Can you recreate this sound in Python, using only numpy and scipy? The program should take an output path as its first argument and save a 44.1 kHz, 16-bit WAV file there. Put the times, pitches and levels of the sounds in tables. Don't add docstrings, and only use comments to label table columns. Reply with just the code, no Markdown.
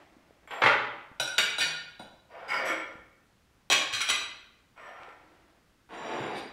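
import sys
import numpy as np
from scipy import signal
from scipy.fft import rfft, irfft
from scipy.io import wavfile

SR = 44100
rng = np.random.default_rng(int(sys.argv[2]) if len(sys.argv) > 2 else 0)


def decibels_to_gain(level_db):
    exponent = np.asarray(level_db, float) / 20
    return 10 ** exponent


def inscribe(sig):
    pcm = np.round(np.clip(np.atleast_2d(sig).T, -1, 1) * 32767)
    wavfile.write(sys.argv[1], SR, pcm.astype(np.int16))


N = 287664


def unit(x):
    return x / np.sqrt(np.mean(x ** 2) + 1e-20)


def energy_one(h):
    return h / np.linalg.norm(h)


def along(points, hz):
    f, v = np.transpose(points)
    return np.interp(np.log(hz + 1), np.log(f + 1), v)


def strokes(tables):
    t = np.arange(N) / SR
    total = 0
    for table in tables:
        s, *columns = np.transpose(table)
        total = total + decibels_to_gain(np.array([np.interp(t, s, db, left=-200, right=-200) for db in columns]))
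    return total


def stroke(start, hardest, end, db, rise_db, fall_db):
    return strokes([[(start, db - rise_db), (hardest, db), (end, db - fall_db)]])[0]


def ringing(modes, spot=None):
    hz, width, db = np.transpose(modes)[:, :, None]
    t = np.arange(SR // 4) / SR
    order = np.arange(1, len(hz) + 1)[:, None]
    reach = 1 if spot is None else .25 + np.cos(np.pi * spot * order) ** 2
    decay = np.exp(-np.pi * abs(width) * t)
    swing = (-1) ** order * decay * np.sin(2 * np.pi * hz * t)
    onset = 1 - np.exp(-t / .0005)
    return energy_one(onset * np.sum(reach * decibels_to_gain(db) * width * swing, 0))


def colour(points):
    spectrum = decibels_to_gain(along(points, np.fft.rfftfreq(4096, 1 / SR)))
    cepstrum = irfft(np.log(spectrum + 1e-6))
    cepstrum[1:2048] *= 2
    cepstrum[2049:] = 0
    response = irfft(np.exp(rfft(cepstrum)))
    return energy_one(np.pad(response, (0, SR // 4 - len(cepstrum))))


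def through(force, body):
    return signal.fftconvolve(force, body)[:N]


def grit(size, spiky):
    return unit(rng.standard_normal(size) * np.exp(spiky * rng.standard_normal(size)))


def rubbing(gains, bodies, spiky):
    force = grit(N, spiky)
    return sum(through(gain * force, body) for gain, body in zip(gains, bodies))


def blow(chatter_s):
    t = np.arange(SR // 10) / SR
    envelope = (1 - np.exp(-t / .002)) * np.exp(-t / max(chatter_s, .001))
    chatter = energy_one(grit(len(t), spiky=.4) * envelope)
    push = energy_one((t == 0) + .5 * chatter)
    return 8 * push, 8 * chatter


def add(out, s, sound):
    part = out[round(s * SR):][:len(sound)]
    part += sound[:len(part)]


# frequency in Hz, density in dB per Hz.
QUIET_COLOUR = [(28, -14), (40, -6.5), (55, -7), (268, -12.5), (620, -20.5), (1390, -20.5), (5000, -30.5),
                (15800, -41.5)]


def quiet():
    return decibels_to_gain(-65.5) * through(rng.standard_normal(N), colour(QUIET_COLOUR))


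# time in seconds, level in dB.
RUSTLES = [
    [(0.0, -55), (0.096, -62.5), (0.416, -68.5), (0.46, -62)],
    [(5.0, -59.5), (5.334, -63), (5.576, -66.5), (5.69, -91)],
]
# frequency in Hz, density in dB per Hz.
CLOTH_COLOUR = [(100, -14), (200, -40), (310, 3), (420, -9), (660, -3.5), (1470, -11.5), (1940, -10),
                (8000, -36.5), (12000, -58)]


def rustle():
    return rubbing(strokes(RUSTLES), [colour(CLOTH_COLOUR)], spiky=0.26)


# frequency in Hz, time to fall by 60 dB in seconds.
ROOM_DECAY = [(100, 0.93), (400, 0.75), (1500, 0.75), (4000, 0.66), (8000, 0.42), (15000, 0.33)]


def room(x):
    out, step = np.zeros(N), SR // 5
    for start in range(0, N, step):
        hz, t, z = signal.stft(rng.standard_normal(SR), SR, nperseg=256)
        decay = decibels_to_gain(-60 * t / along(ROOM_DECAY, hz)[:, None])
        tail = signal.istft(z * decay, SR, nperseg=256)[1]
        tail *= 1 - np.exp(-np.arange(len(tail)) / SR / 0.0027)
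        add(out, start / SR, signal.fftconvolve(x[start:start + step], energy_one(tail)))
    return out


# start in seconds, level in dB before build-up and decay, pitch in Hz, cycles to fall by 60 dB.
TAPS_AND_RINGS = [(0.166, -42, 278, 8.1), (0.308, -29, 477, 2.6), (0.641, -31, 124.1, 22),
                  (1.115, -25.5, 212, 1.64), (1.205, -41.5, 129, 14), (1.6, -47, 125, 30),
                  (1.659, -51.5, 156.3, 85), (1.999, -33.5, 210, 6.3), (2.7, -27, 346, 13),
                  (2.954, -28.5, 196, 2.27), (2.988, -53.5, 61.9, 15.6), (3.931, -42, 112, 14),
                  (4.111, -52.5, 77.7, 62), (5.034, -21.5, 2600, 2.9), (5.083, -32.5, 486.6, 6.9),
                  (5.09, -31.5, 2498, 3.8), (6.364, -43, 3600, 150), (6.378, -52, 4550, 200),
                  (6.201, -37, 130.4, 33)]


def taps_and_rings():
    out, t = np.zeros(N), np.arange(SR // 2) / SR
    for s, db, hz, cycles in TAPS_AND_RINGS:
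        envelope = decibels_to_gain(db - 60 * t * hz / cycles) * (1 - np.exp(-2 * hz * t))
        add(out, s, envelope * np.sin(2 * np.pi * hz * t))
    return out


# frequency in Hz, width in Hz, relative level in dB.
PLATE_MODES = [(1434, 39, -0.5), (1519.6, 21, 0.5), (2470, 17, 2), (2980, 34, -4.5), (3466, 50, -11),
               (3894, 30, 3.5), (4820, 25, -5.5), (5780, 20, 0), (5600, 28, -9), (8210, 22, -17),
               (8890, 16, -9), (9440, 25, -12), (10320, 22, -11), (7710, 20, -15), (12600, 40, -27),
               (13100, 20, -15), (15600, 25, -30), (6870, 20, -9), (8070, 22, -7), (10900, 18, -15),
               (2170, 14, -4), (3580, 34, -7.5)]


def plate(s):
    wider = 2.9 if s > 3 else 1
    return [(hz, width * wider, db) for hz, width, db in PLATE_MODES]


# frequency in Hz, width in Hz, relative level in dB.
KNIFE_MODES = [(1605, 15, -0.5), (1800, 29, -7.5), (2286, 11, 4), (2915, 91, -8), (3628, 177, -3.5),
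               (4550, 55, -4), (6600, 23, -21), (7110, 120, -19), (11500, 69, -21.5)]
FORK_MODES = [(1106, 49, -6), (1200, 18, -5.5), (2044, 32, -8.5), (2587, 60, -4), (3238, 64, 2),
              (3996, 230, -3.5), (5060, 37, -16.5), (6020, 140, -9), (6980, 100, -11.5), (7804, 30, -8),
              (12400, 80, -24)]
FORK_TIME = 3, 5


def utensil(s):
    return FORK_MODES if FORK_TIME[0] < s < FORK_TIME[1] else KNIFE_MODES


# frequency in Hz, width in Hz, relative level in dB.
KNIFE_HELD_MODES = [(4340, 7, 10), (3270, 80, 0), (7220, 3, -12), (9610, 25, -18), (11230, 26, -20),
                    (13700, 40, -28)]
KNIFE_ON_WOOD_MODES = [(3370, 57, -1), (3960, 48, -12.5), (7520, 49, 0), (9400, 55, -14.5),
                       (11700, 80, -13), (13700, 34, -14.5), (14750, 40, -21)]
FORK_HELD_MODES = [(3290, 70, 8), (5710, 70, -3), (7210, 50, -4), (7830, 40, -3), (9590, 60, -12),
                   (11250, 60, -14), (11900, 35, -14), (13720, 45, -19)]
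FORK_ON_WOOD_MODES = [(2910, 43, 4), (3270, 100, 0), (4950, 90, 2), (4680, 90, 2), (7910, 80, -10),
                      (5780, 80, -4), (13790, 30, -16), (10100, 80, -15), (11300, 80, -21),
                      (15490, 35, -19)]
KNIFE_LIFTED_S = 1


def dragged(s):
    if s < KNIFE_LIFTED_S:
        return KNIFE_ON_WOOD_MODES if s < .6 else KNIFE_HELD_MODES
    return FORK_ON_WOOD_MODES if s < 2.6 else FORK_HELD_MODES


# time in seconds, pressure in dB.
PLATE_SLIDE = [(5.89, -54), (5.928, -42), (6.022, -43), (6.09, -38), (6.248, -38.5), (6.354, -41),
               (6.38, -45), (6.5, -60)]
# frequency in Hz, density in dB per Hz.
DRONE_COLOUR = [(110, -19.5), (250, -6.5), (400, -2.5), (800, 0.5), (1100, -24), (4000, -87)]
# frequency in Hz, width in Hz, relative level in dB.
TABLE_MODES = [(313, 20, -7), (516, 130, -7.5), (550, 60, 0), (677, 130, -1), (813, 120, -3), (964, 41, -3),
               (1086, 27, -8), (1222, 23, -5), (1355, 54, 5.5), (1785, 63, 3), (2226, 130, 4)]
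# frequency in Hz, density in dB per Hz.
WOOD_COLOUR = [(150, -20), (500, -7.5), (970, -1), (1990, -3), (3380, -12), (4020, -19), (15500, -64)]
GLAZE_COLOUR = [(120, -20), (450, -12.5), (1300, -6), (2800, -4), (5400, -15.5), (8000, -19.5),
                (15500, -36)]


def slide():
    flicker_db, flicker_hz = 7, 8
    press, = strokes([PLATE_SLIDE])
    laden = plate(PLATE_SLIDE[0][0])
    modes = laden[5:7] + laden[9:12] + FORK_HELD_MODES[1:3]
    knots = rng.standard_normal((len(modes), int(N * flicker_hz / SR) + 4))
    at = np.arange(N) * flicker_hz / SR
    peak = np.array([decibels_to_gain(db) * np.sqrt(abs(width)) for hz, width, db in modes])
    share = peak / np.linalg.norm(peak)
    gains = []
    for k, part in zip(knots, share):
        flicker = flicker_db * np.interp(at, np.arange(len(k)), k)
        gains.append(press * decibels_to_gain(-21 + flicker) * part)
    drone = press * (press / press.max()) ** 0.36
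    rub = decibels_to_gain(-4) * colour(WOOD_COLOUR) + decibels_to_gain(-22.5) * colour(GLAZE_COLOUR)
    low = colour(DRONE_COLOUR) + 0.11 * ringing(TABLE_MODES[:5])
    bodies = [low, rub] + [ringing([mode]) for mode in modes]
    return rubbing([drone, press] + gains, bodies, spiky=0.68)


# start in seconds, hardest moment in seconds,
# end in seconds, force in relative dB, plate ring over utensil ring in dB.
SCRAPES_AND_RATTLES = [(1.588, 1.61, 1.684, -24.5, -1.5), (3.701, 3.736, 3.732, -17, -6.5),
                       (3.924, 3.935, 4.07, -31, -6.5), (4.004, 4.016, 4.03, -35, 11),
                       (4.078, 4.1, 4.137, -27.5, -1), (6.342, 6.388, 6.4, -44.5, -5.5)]


def scrapes_and_rattles():
    out, glaze = 0, .5 * colour(GLAZE_COLOUR)
    for start, hardest, end, db, plate_db in SCRAPES_AND_RATTLES:
        force = stroke(start, hardest, end, db, rise_db=13, fall_db=32)
        moved = np.interp(np.arange(N) / SR, [start, 2 * hardest - start], [0, np.pi / 2])
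        bodies = []
        for first in (0, 1):
            steel = ringing(utensil(start)[first::2])
            ceramic = decibels_to_gain(plate_db) * ringing(plate(start)[first::2])
            bodies.append(steel + glaze + ceramic)
        gains = [force * np.cos(0.7 * moved), force * np.sin(0.81 * moved)]
        out = out + rubbing(gains, bodies, spiky=1.0)
    return out


# start in seconds, hardest moment in seconds, end in seconds,
# force in relative dB, favoured pitch of the table in octaves above 1 kHz.
TABLE_DRAGS = [(0.498, 0.531, 0.64, -36.5, -0.28), (0.634, 0.652, 0.69, -27.5, 0.81),
               (2.286, 2.403, 2.636, -45, -0.32), (2.481, 2.505, 2.61, -26.5, 0.48),
               (2.558, 2.62, 2.795, -36, -1.36), (2.65, 2.681, 2.736, -26.5, 0.63),
               (4.754, 4.79, 5.13, -45, -0.085)]


def drags():
    rise_db, fall_db = 6, 9.5
    nodes_per_s, even_at_s = 7.1, 2.9
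    table_swing_db, steel_swing_db = 5, 5.5
    favour_db = 8
    steel_grows = 0.47
    steel_db_per_octave = 5
    out = np.zeros(N)
    grain = 0.33 * colour(WOOD_COLOUR)
    hiss = 0.55 * colour(GLAZE_COLOUR)
    for start, hardest, end, db, octaves in TABLE_DRAGS:
        table = []
        for hz, width, level in TABLE_MODES:
            away = np.log2(hz / 1000) - octaves
            table.append((hz, width, level - favour_db * away ** 2))
        t = np.arange(start, end, 1 / SR)
        swell = np.interp(t, [start, hardest, end], [db - rise_db, db, db - fall_db])
        force = decibels_to_gain(swell) * grit(len(t), spiky=0.87)
        grip = force * (1 - np.exp((start - t) / .02))
        turn = np.cos(np.pi * nodes_per_s * (t - even_at_s))
        steel = dragged(start)
        piece_db = 3 if start < KNIFE_LIFTED_S else 1.5
        steel_db = steel_db_per_octave * octaves + piece_db + steel_grows * db
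        for first, sign in (1, 1), (0, -1):
            rub = grip * decibels_to_gain(table_swing_db * (sign * turn - 1))
            add(out, start, through(rub, ringing(table[first::2]) + grain))
            rattle = force * decibels_to_gain(steel_db + steel_swing_db * (sign * turn - 2))
            add(out, start, through(rattle, ringing(steel[first::2]) + hiss))
    return out


# start in seconds, clack in relative dB,
# steel ring in relative dB, table knock in relative dB, chatter decay in seconds.
WOOD_KNOCKS = [(0.4746, -40, -50.5, -39, 0.029), (0.5067, -26, -49, -46, 0.021),
               (0.618, -10.5, -52.5, -38, 0.0074), (0.6359, -10.5, -35.5, -13.5, 0.0057),
               (.659, -6, -35.5, -36, 0.013)]


def knocks():
    out = np.zeros(N)
    for s, clack_db, steel_db, knock_db, chatter_s in WOOD_KNOCKS:
        push, chatter = blow(chatter_s)
        add(out, s, decibels_to_gain(clack_db) * through(chatter, colour(WOOD_COLOUR)))
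        steel = decibels_to_gain(steel_db) * ringing(dragged(s), spot=0.23)
        add(out, s, through(push, steel + decibels_to_gain(knock_db) * ringing(TABLE_MODES)))
    return out


# start in seconds, plate ring in relative dB,
# utensil ring in relative dB, chatter decay in seconds,
# spot as a 0-1 position that sets which plate modes are weakened.
PLATE_CLINKS = [(1.1983, -13.5, -52, 0.004, 0.01), (1.2746, -24.5, -38.5, 0.02, 0.1),
                (1.381, -15, -11, 0.0085, 0.27), (1.583, -18, -55, 0.03, 0.17),
                (1.9941, -35, -60, 0.0074, 0.18), (3.7, -17, -19, 0.014, 0.35),
                (3.7128, -23, -19, 0.012, 0.39), (3.928, -30.5, -35, 0.008, 0.28),
                (4.0057, -51, -23.5, 0.0079, 0.3), (4.0882, -19.5, -38.5, 0.04, 0.64),
                (4.0982, -22, -20, 0.0071, 0.3)]
# start in seconds, level in relative dB.
PLATE_SETTLES = [(1.1987, -24.5), (1.5828, -27.5), (1.9957, -33), (3.7, -20), (4.0878, -28.5)]


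def clinks():
    out, table = np.zeros(N), ringing(TABLE_MODES[:6])
    for s, plate_db, steel_db, chatter_s, spot in PLATE_CLINKS:
        push, chatter = blow(chatter_s)
        tilt_db = .1 * max(-14 - plate_db, 0)
        dulled = [(hz, width, db - tilt_db * np.log2(hz / 1000)) for hz, width, db in plate(s)]
        add(out, s, decibels_to_gain(plate_db) * through(push, ringing(dulled, spot)))
        add(out, s, decibels_to_gain(steel_db) * through(push, ringing(utensil(s))))
        crackle_db = max(plate_db - 23, steel_db - 2)
        add(out, s, decibels_to_gain(crackle_db) * through(chatter, colour(GLAZE_COLOUR)))
    for s, db in PLATE_SETTLES:
        push, _ = blow(chatter_s=0.0093)
        add(out, s, decibels_to_gain(db) * through(push, table))
    return out


def scene():
    near = clinks() + knocks() + drags() + scrapes_and_rattles() + slide()
    no_bass = signal.butter(4, 110, "high", fs=SR, output="sos")
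    near = signal.sosfilt(no_bass, near)
    small = taps_and_rings()
    direct = decibels_to_gain(-1.5) * near + small
    echo = room(decibels_to_gain(-1.0) * near + decibels_to_gain(-9.0) * small)
    return (direct + echo + quiet() + rustle())[None]


def roll_off(x):
    return signal.sosfilt(signal.butter(12, 15980, fs=SR, output="sos"), x)


def record(dry):
    band_limit = signal.ellip(8, .5, 60, 15700, fs=SR, output="sos")
    mix = signal.sosfilt(band_limit, dry)
    return roll_off(mix)


dry = scene()
out = record(dry)
inscribe(out)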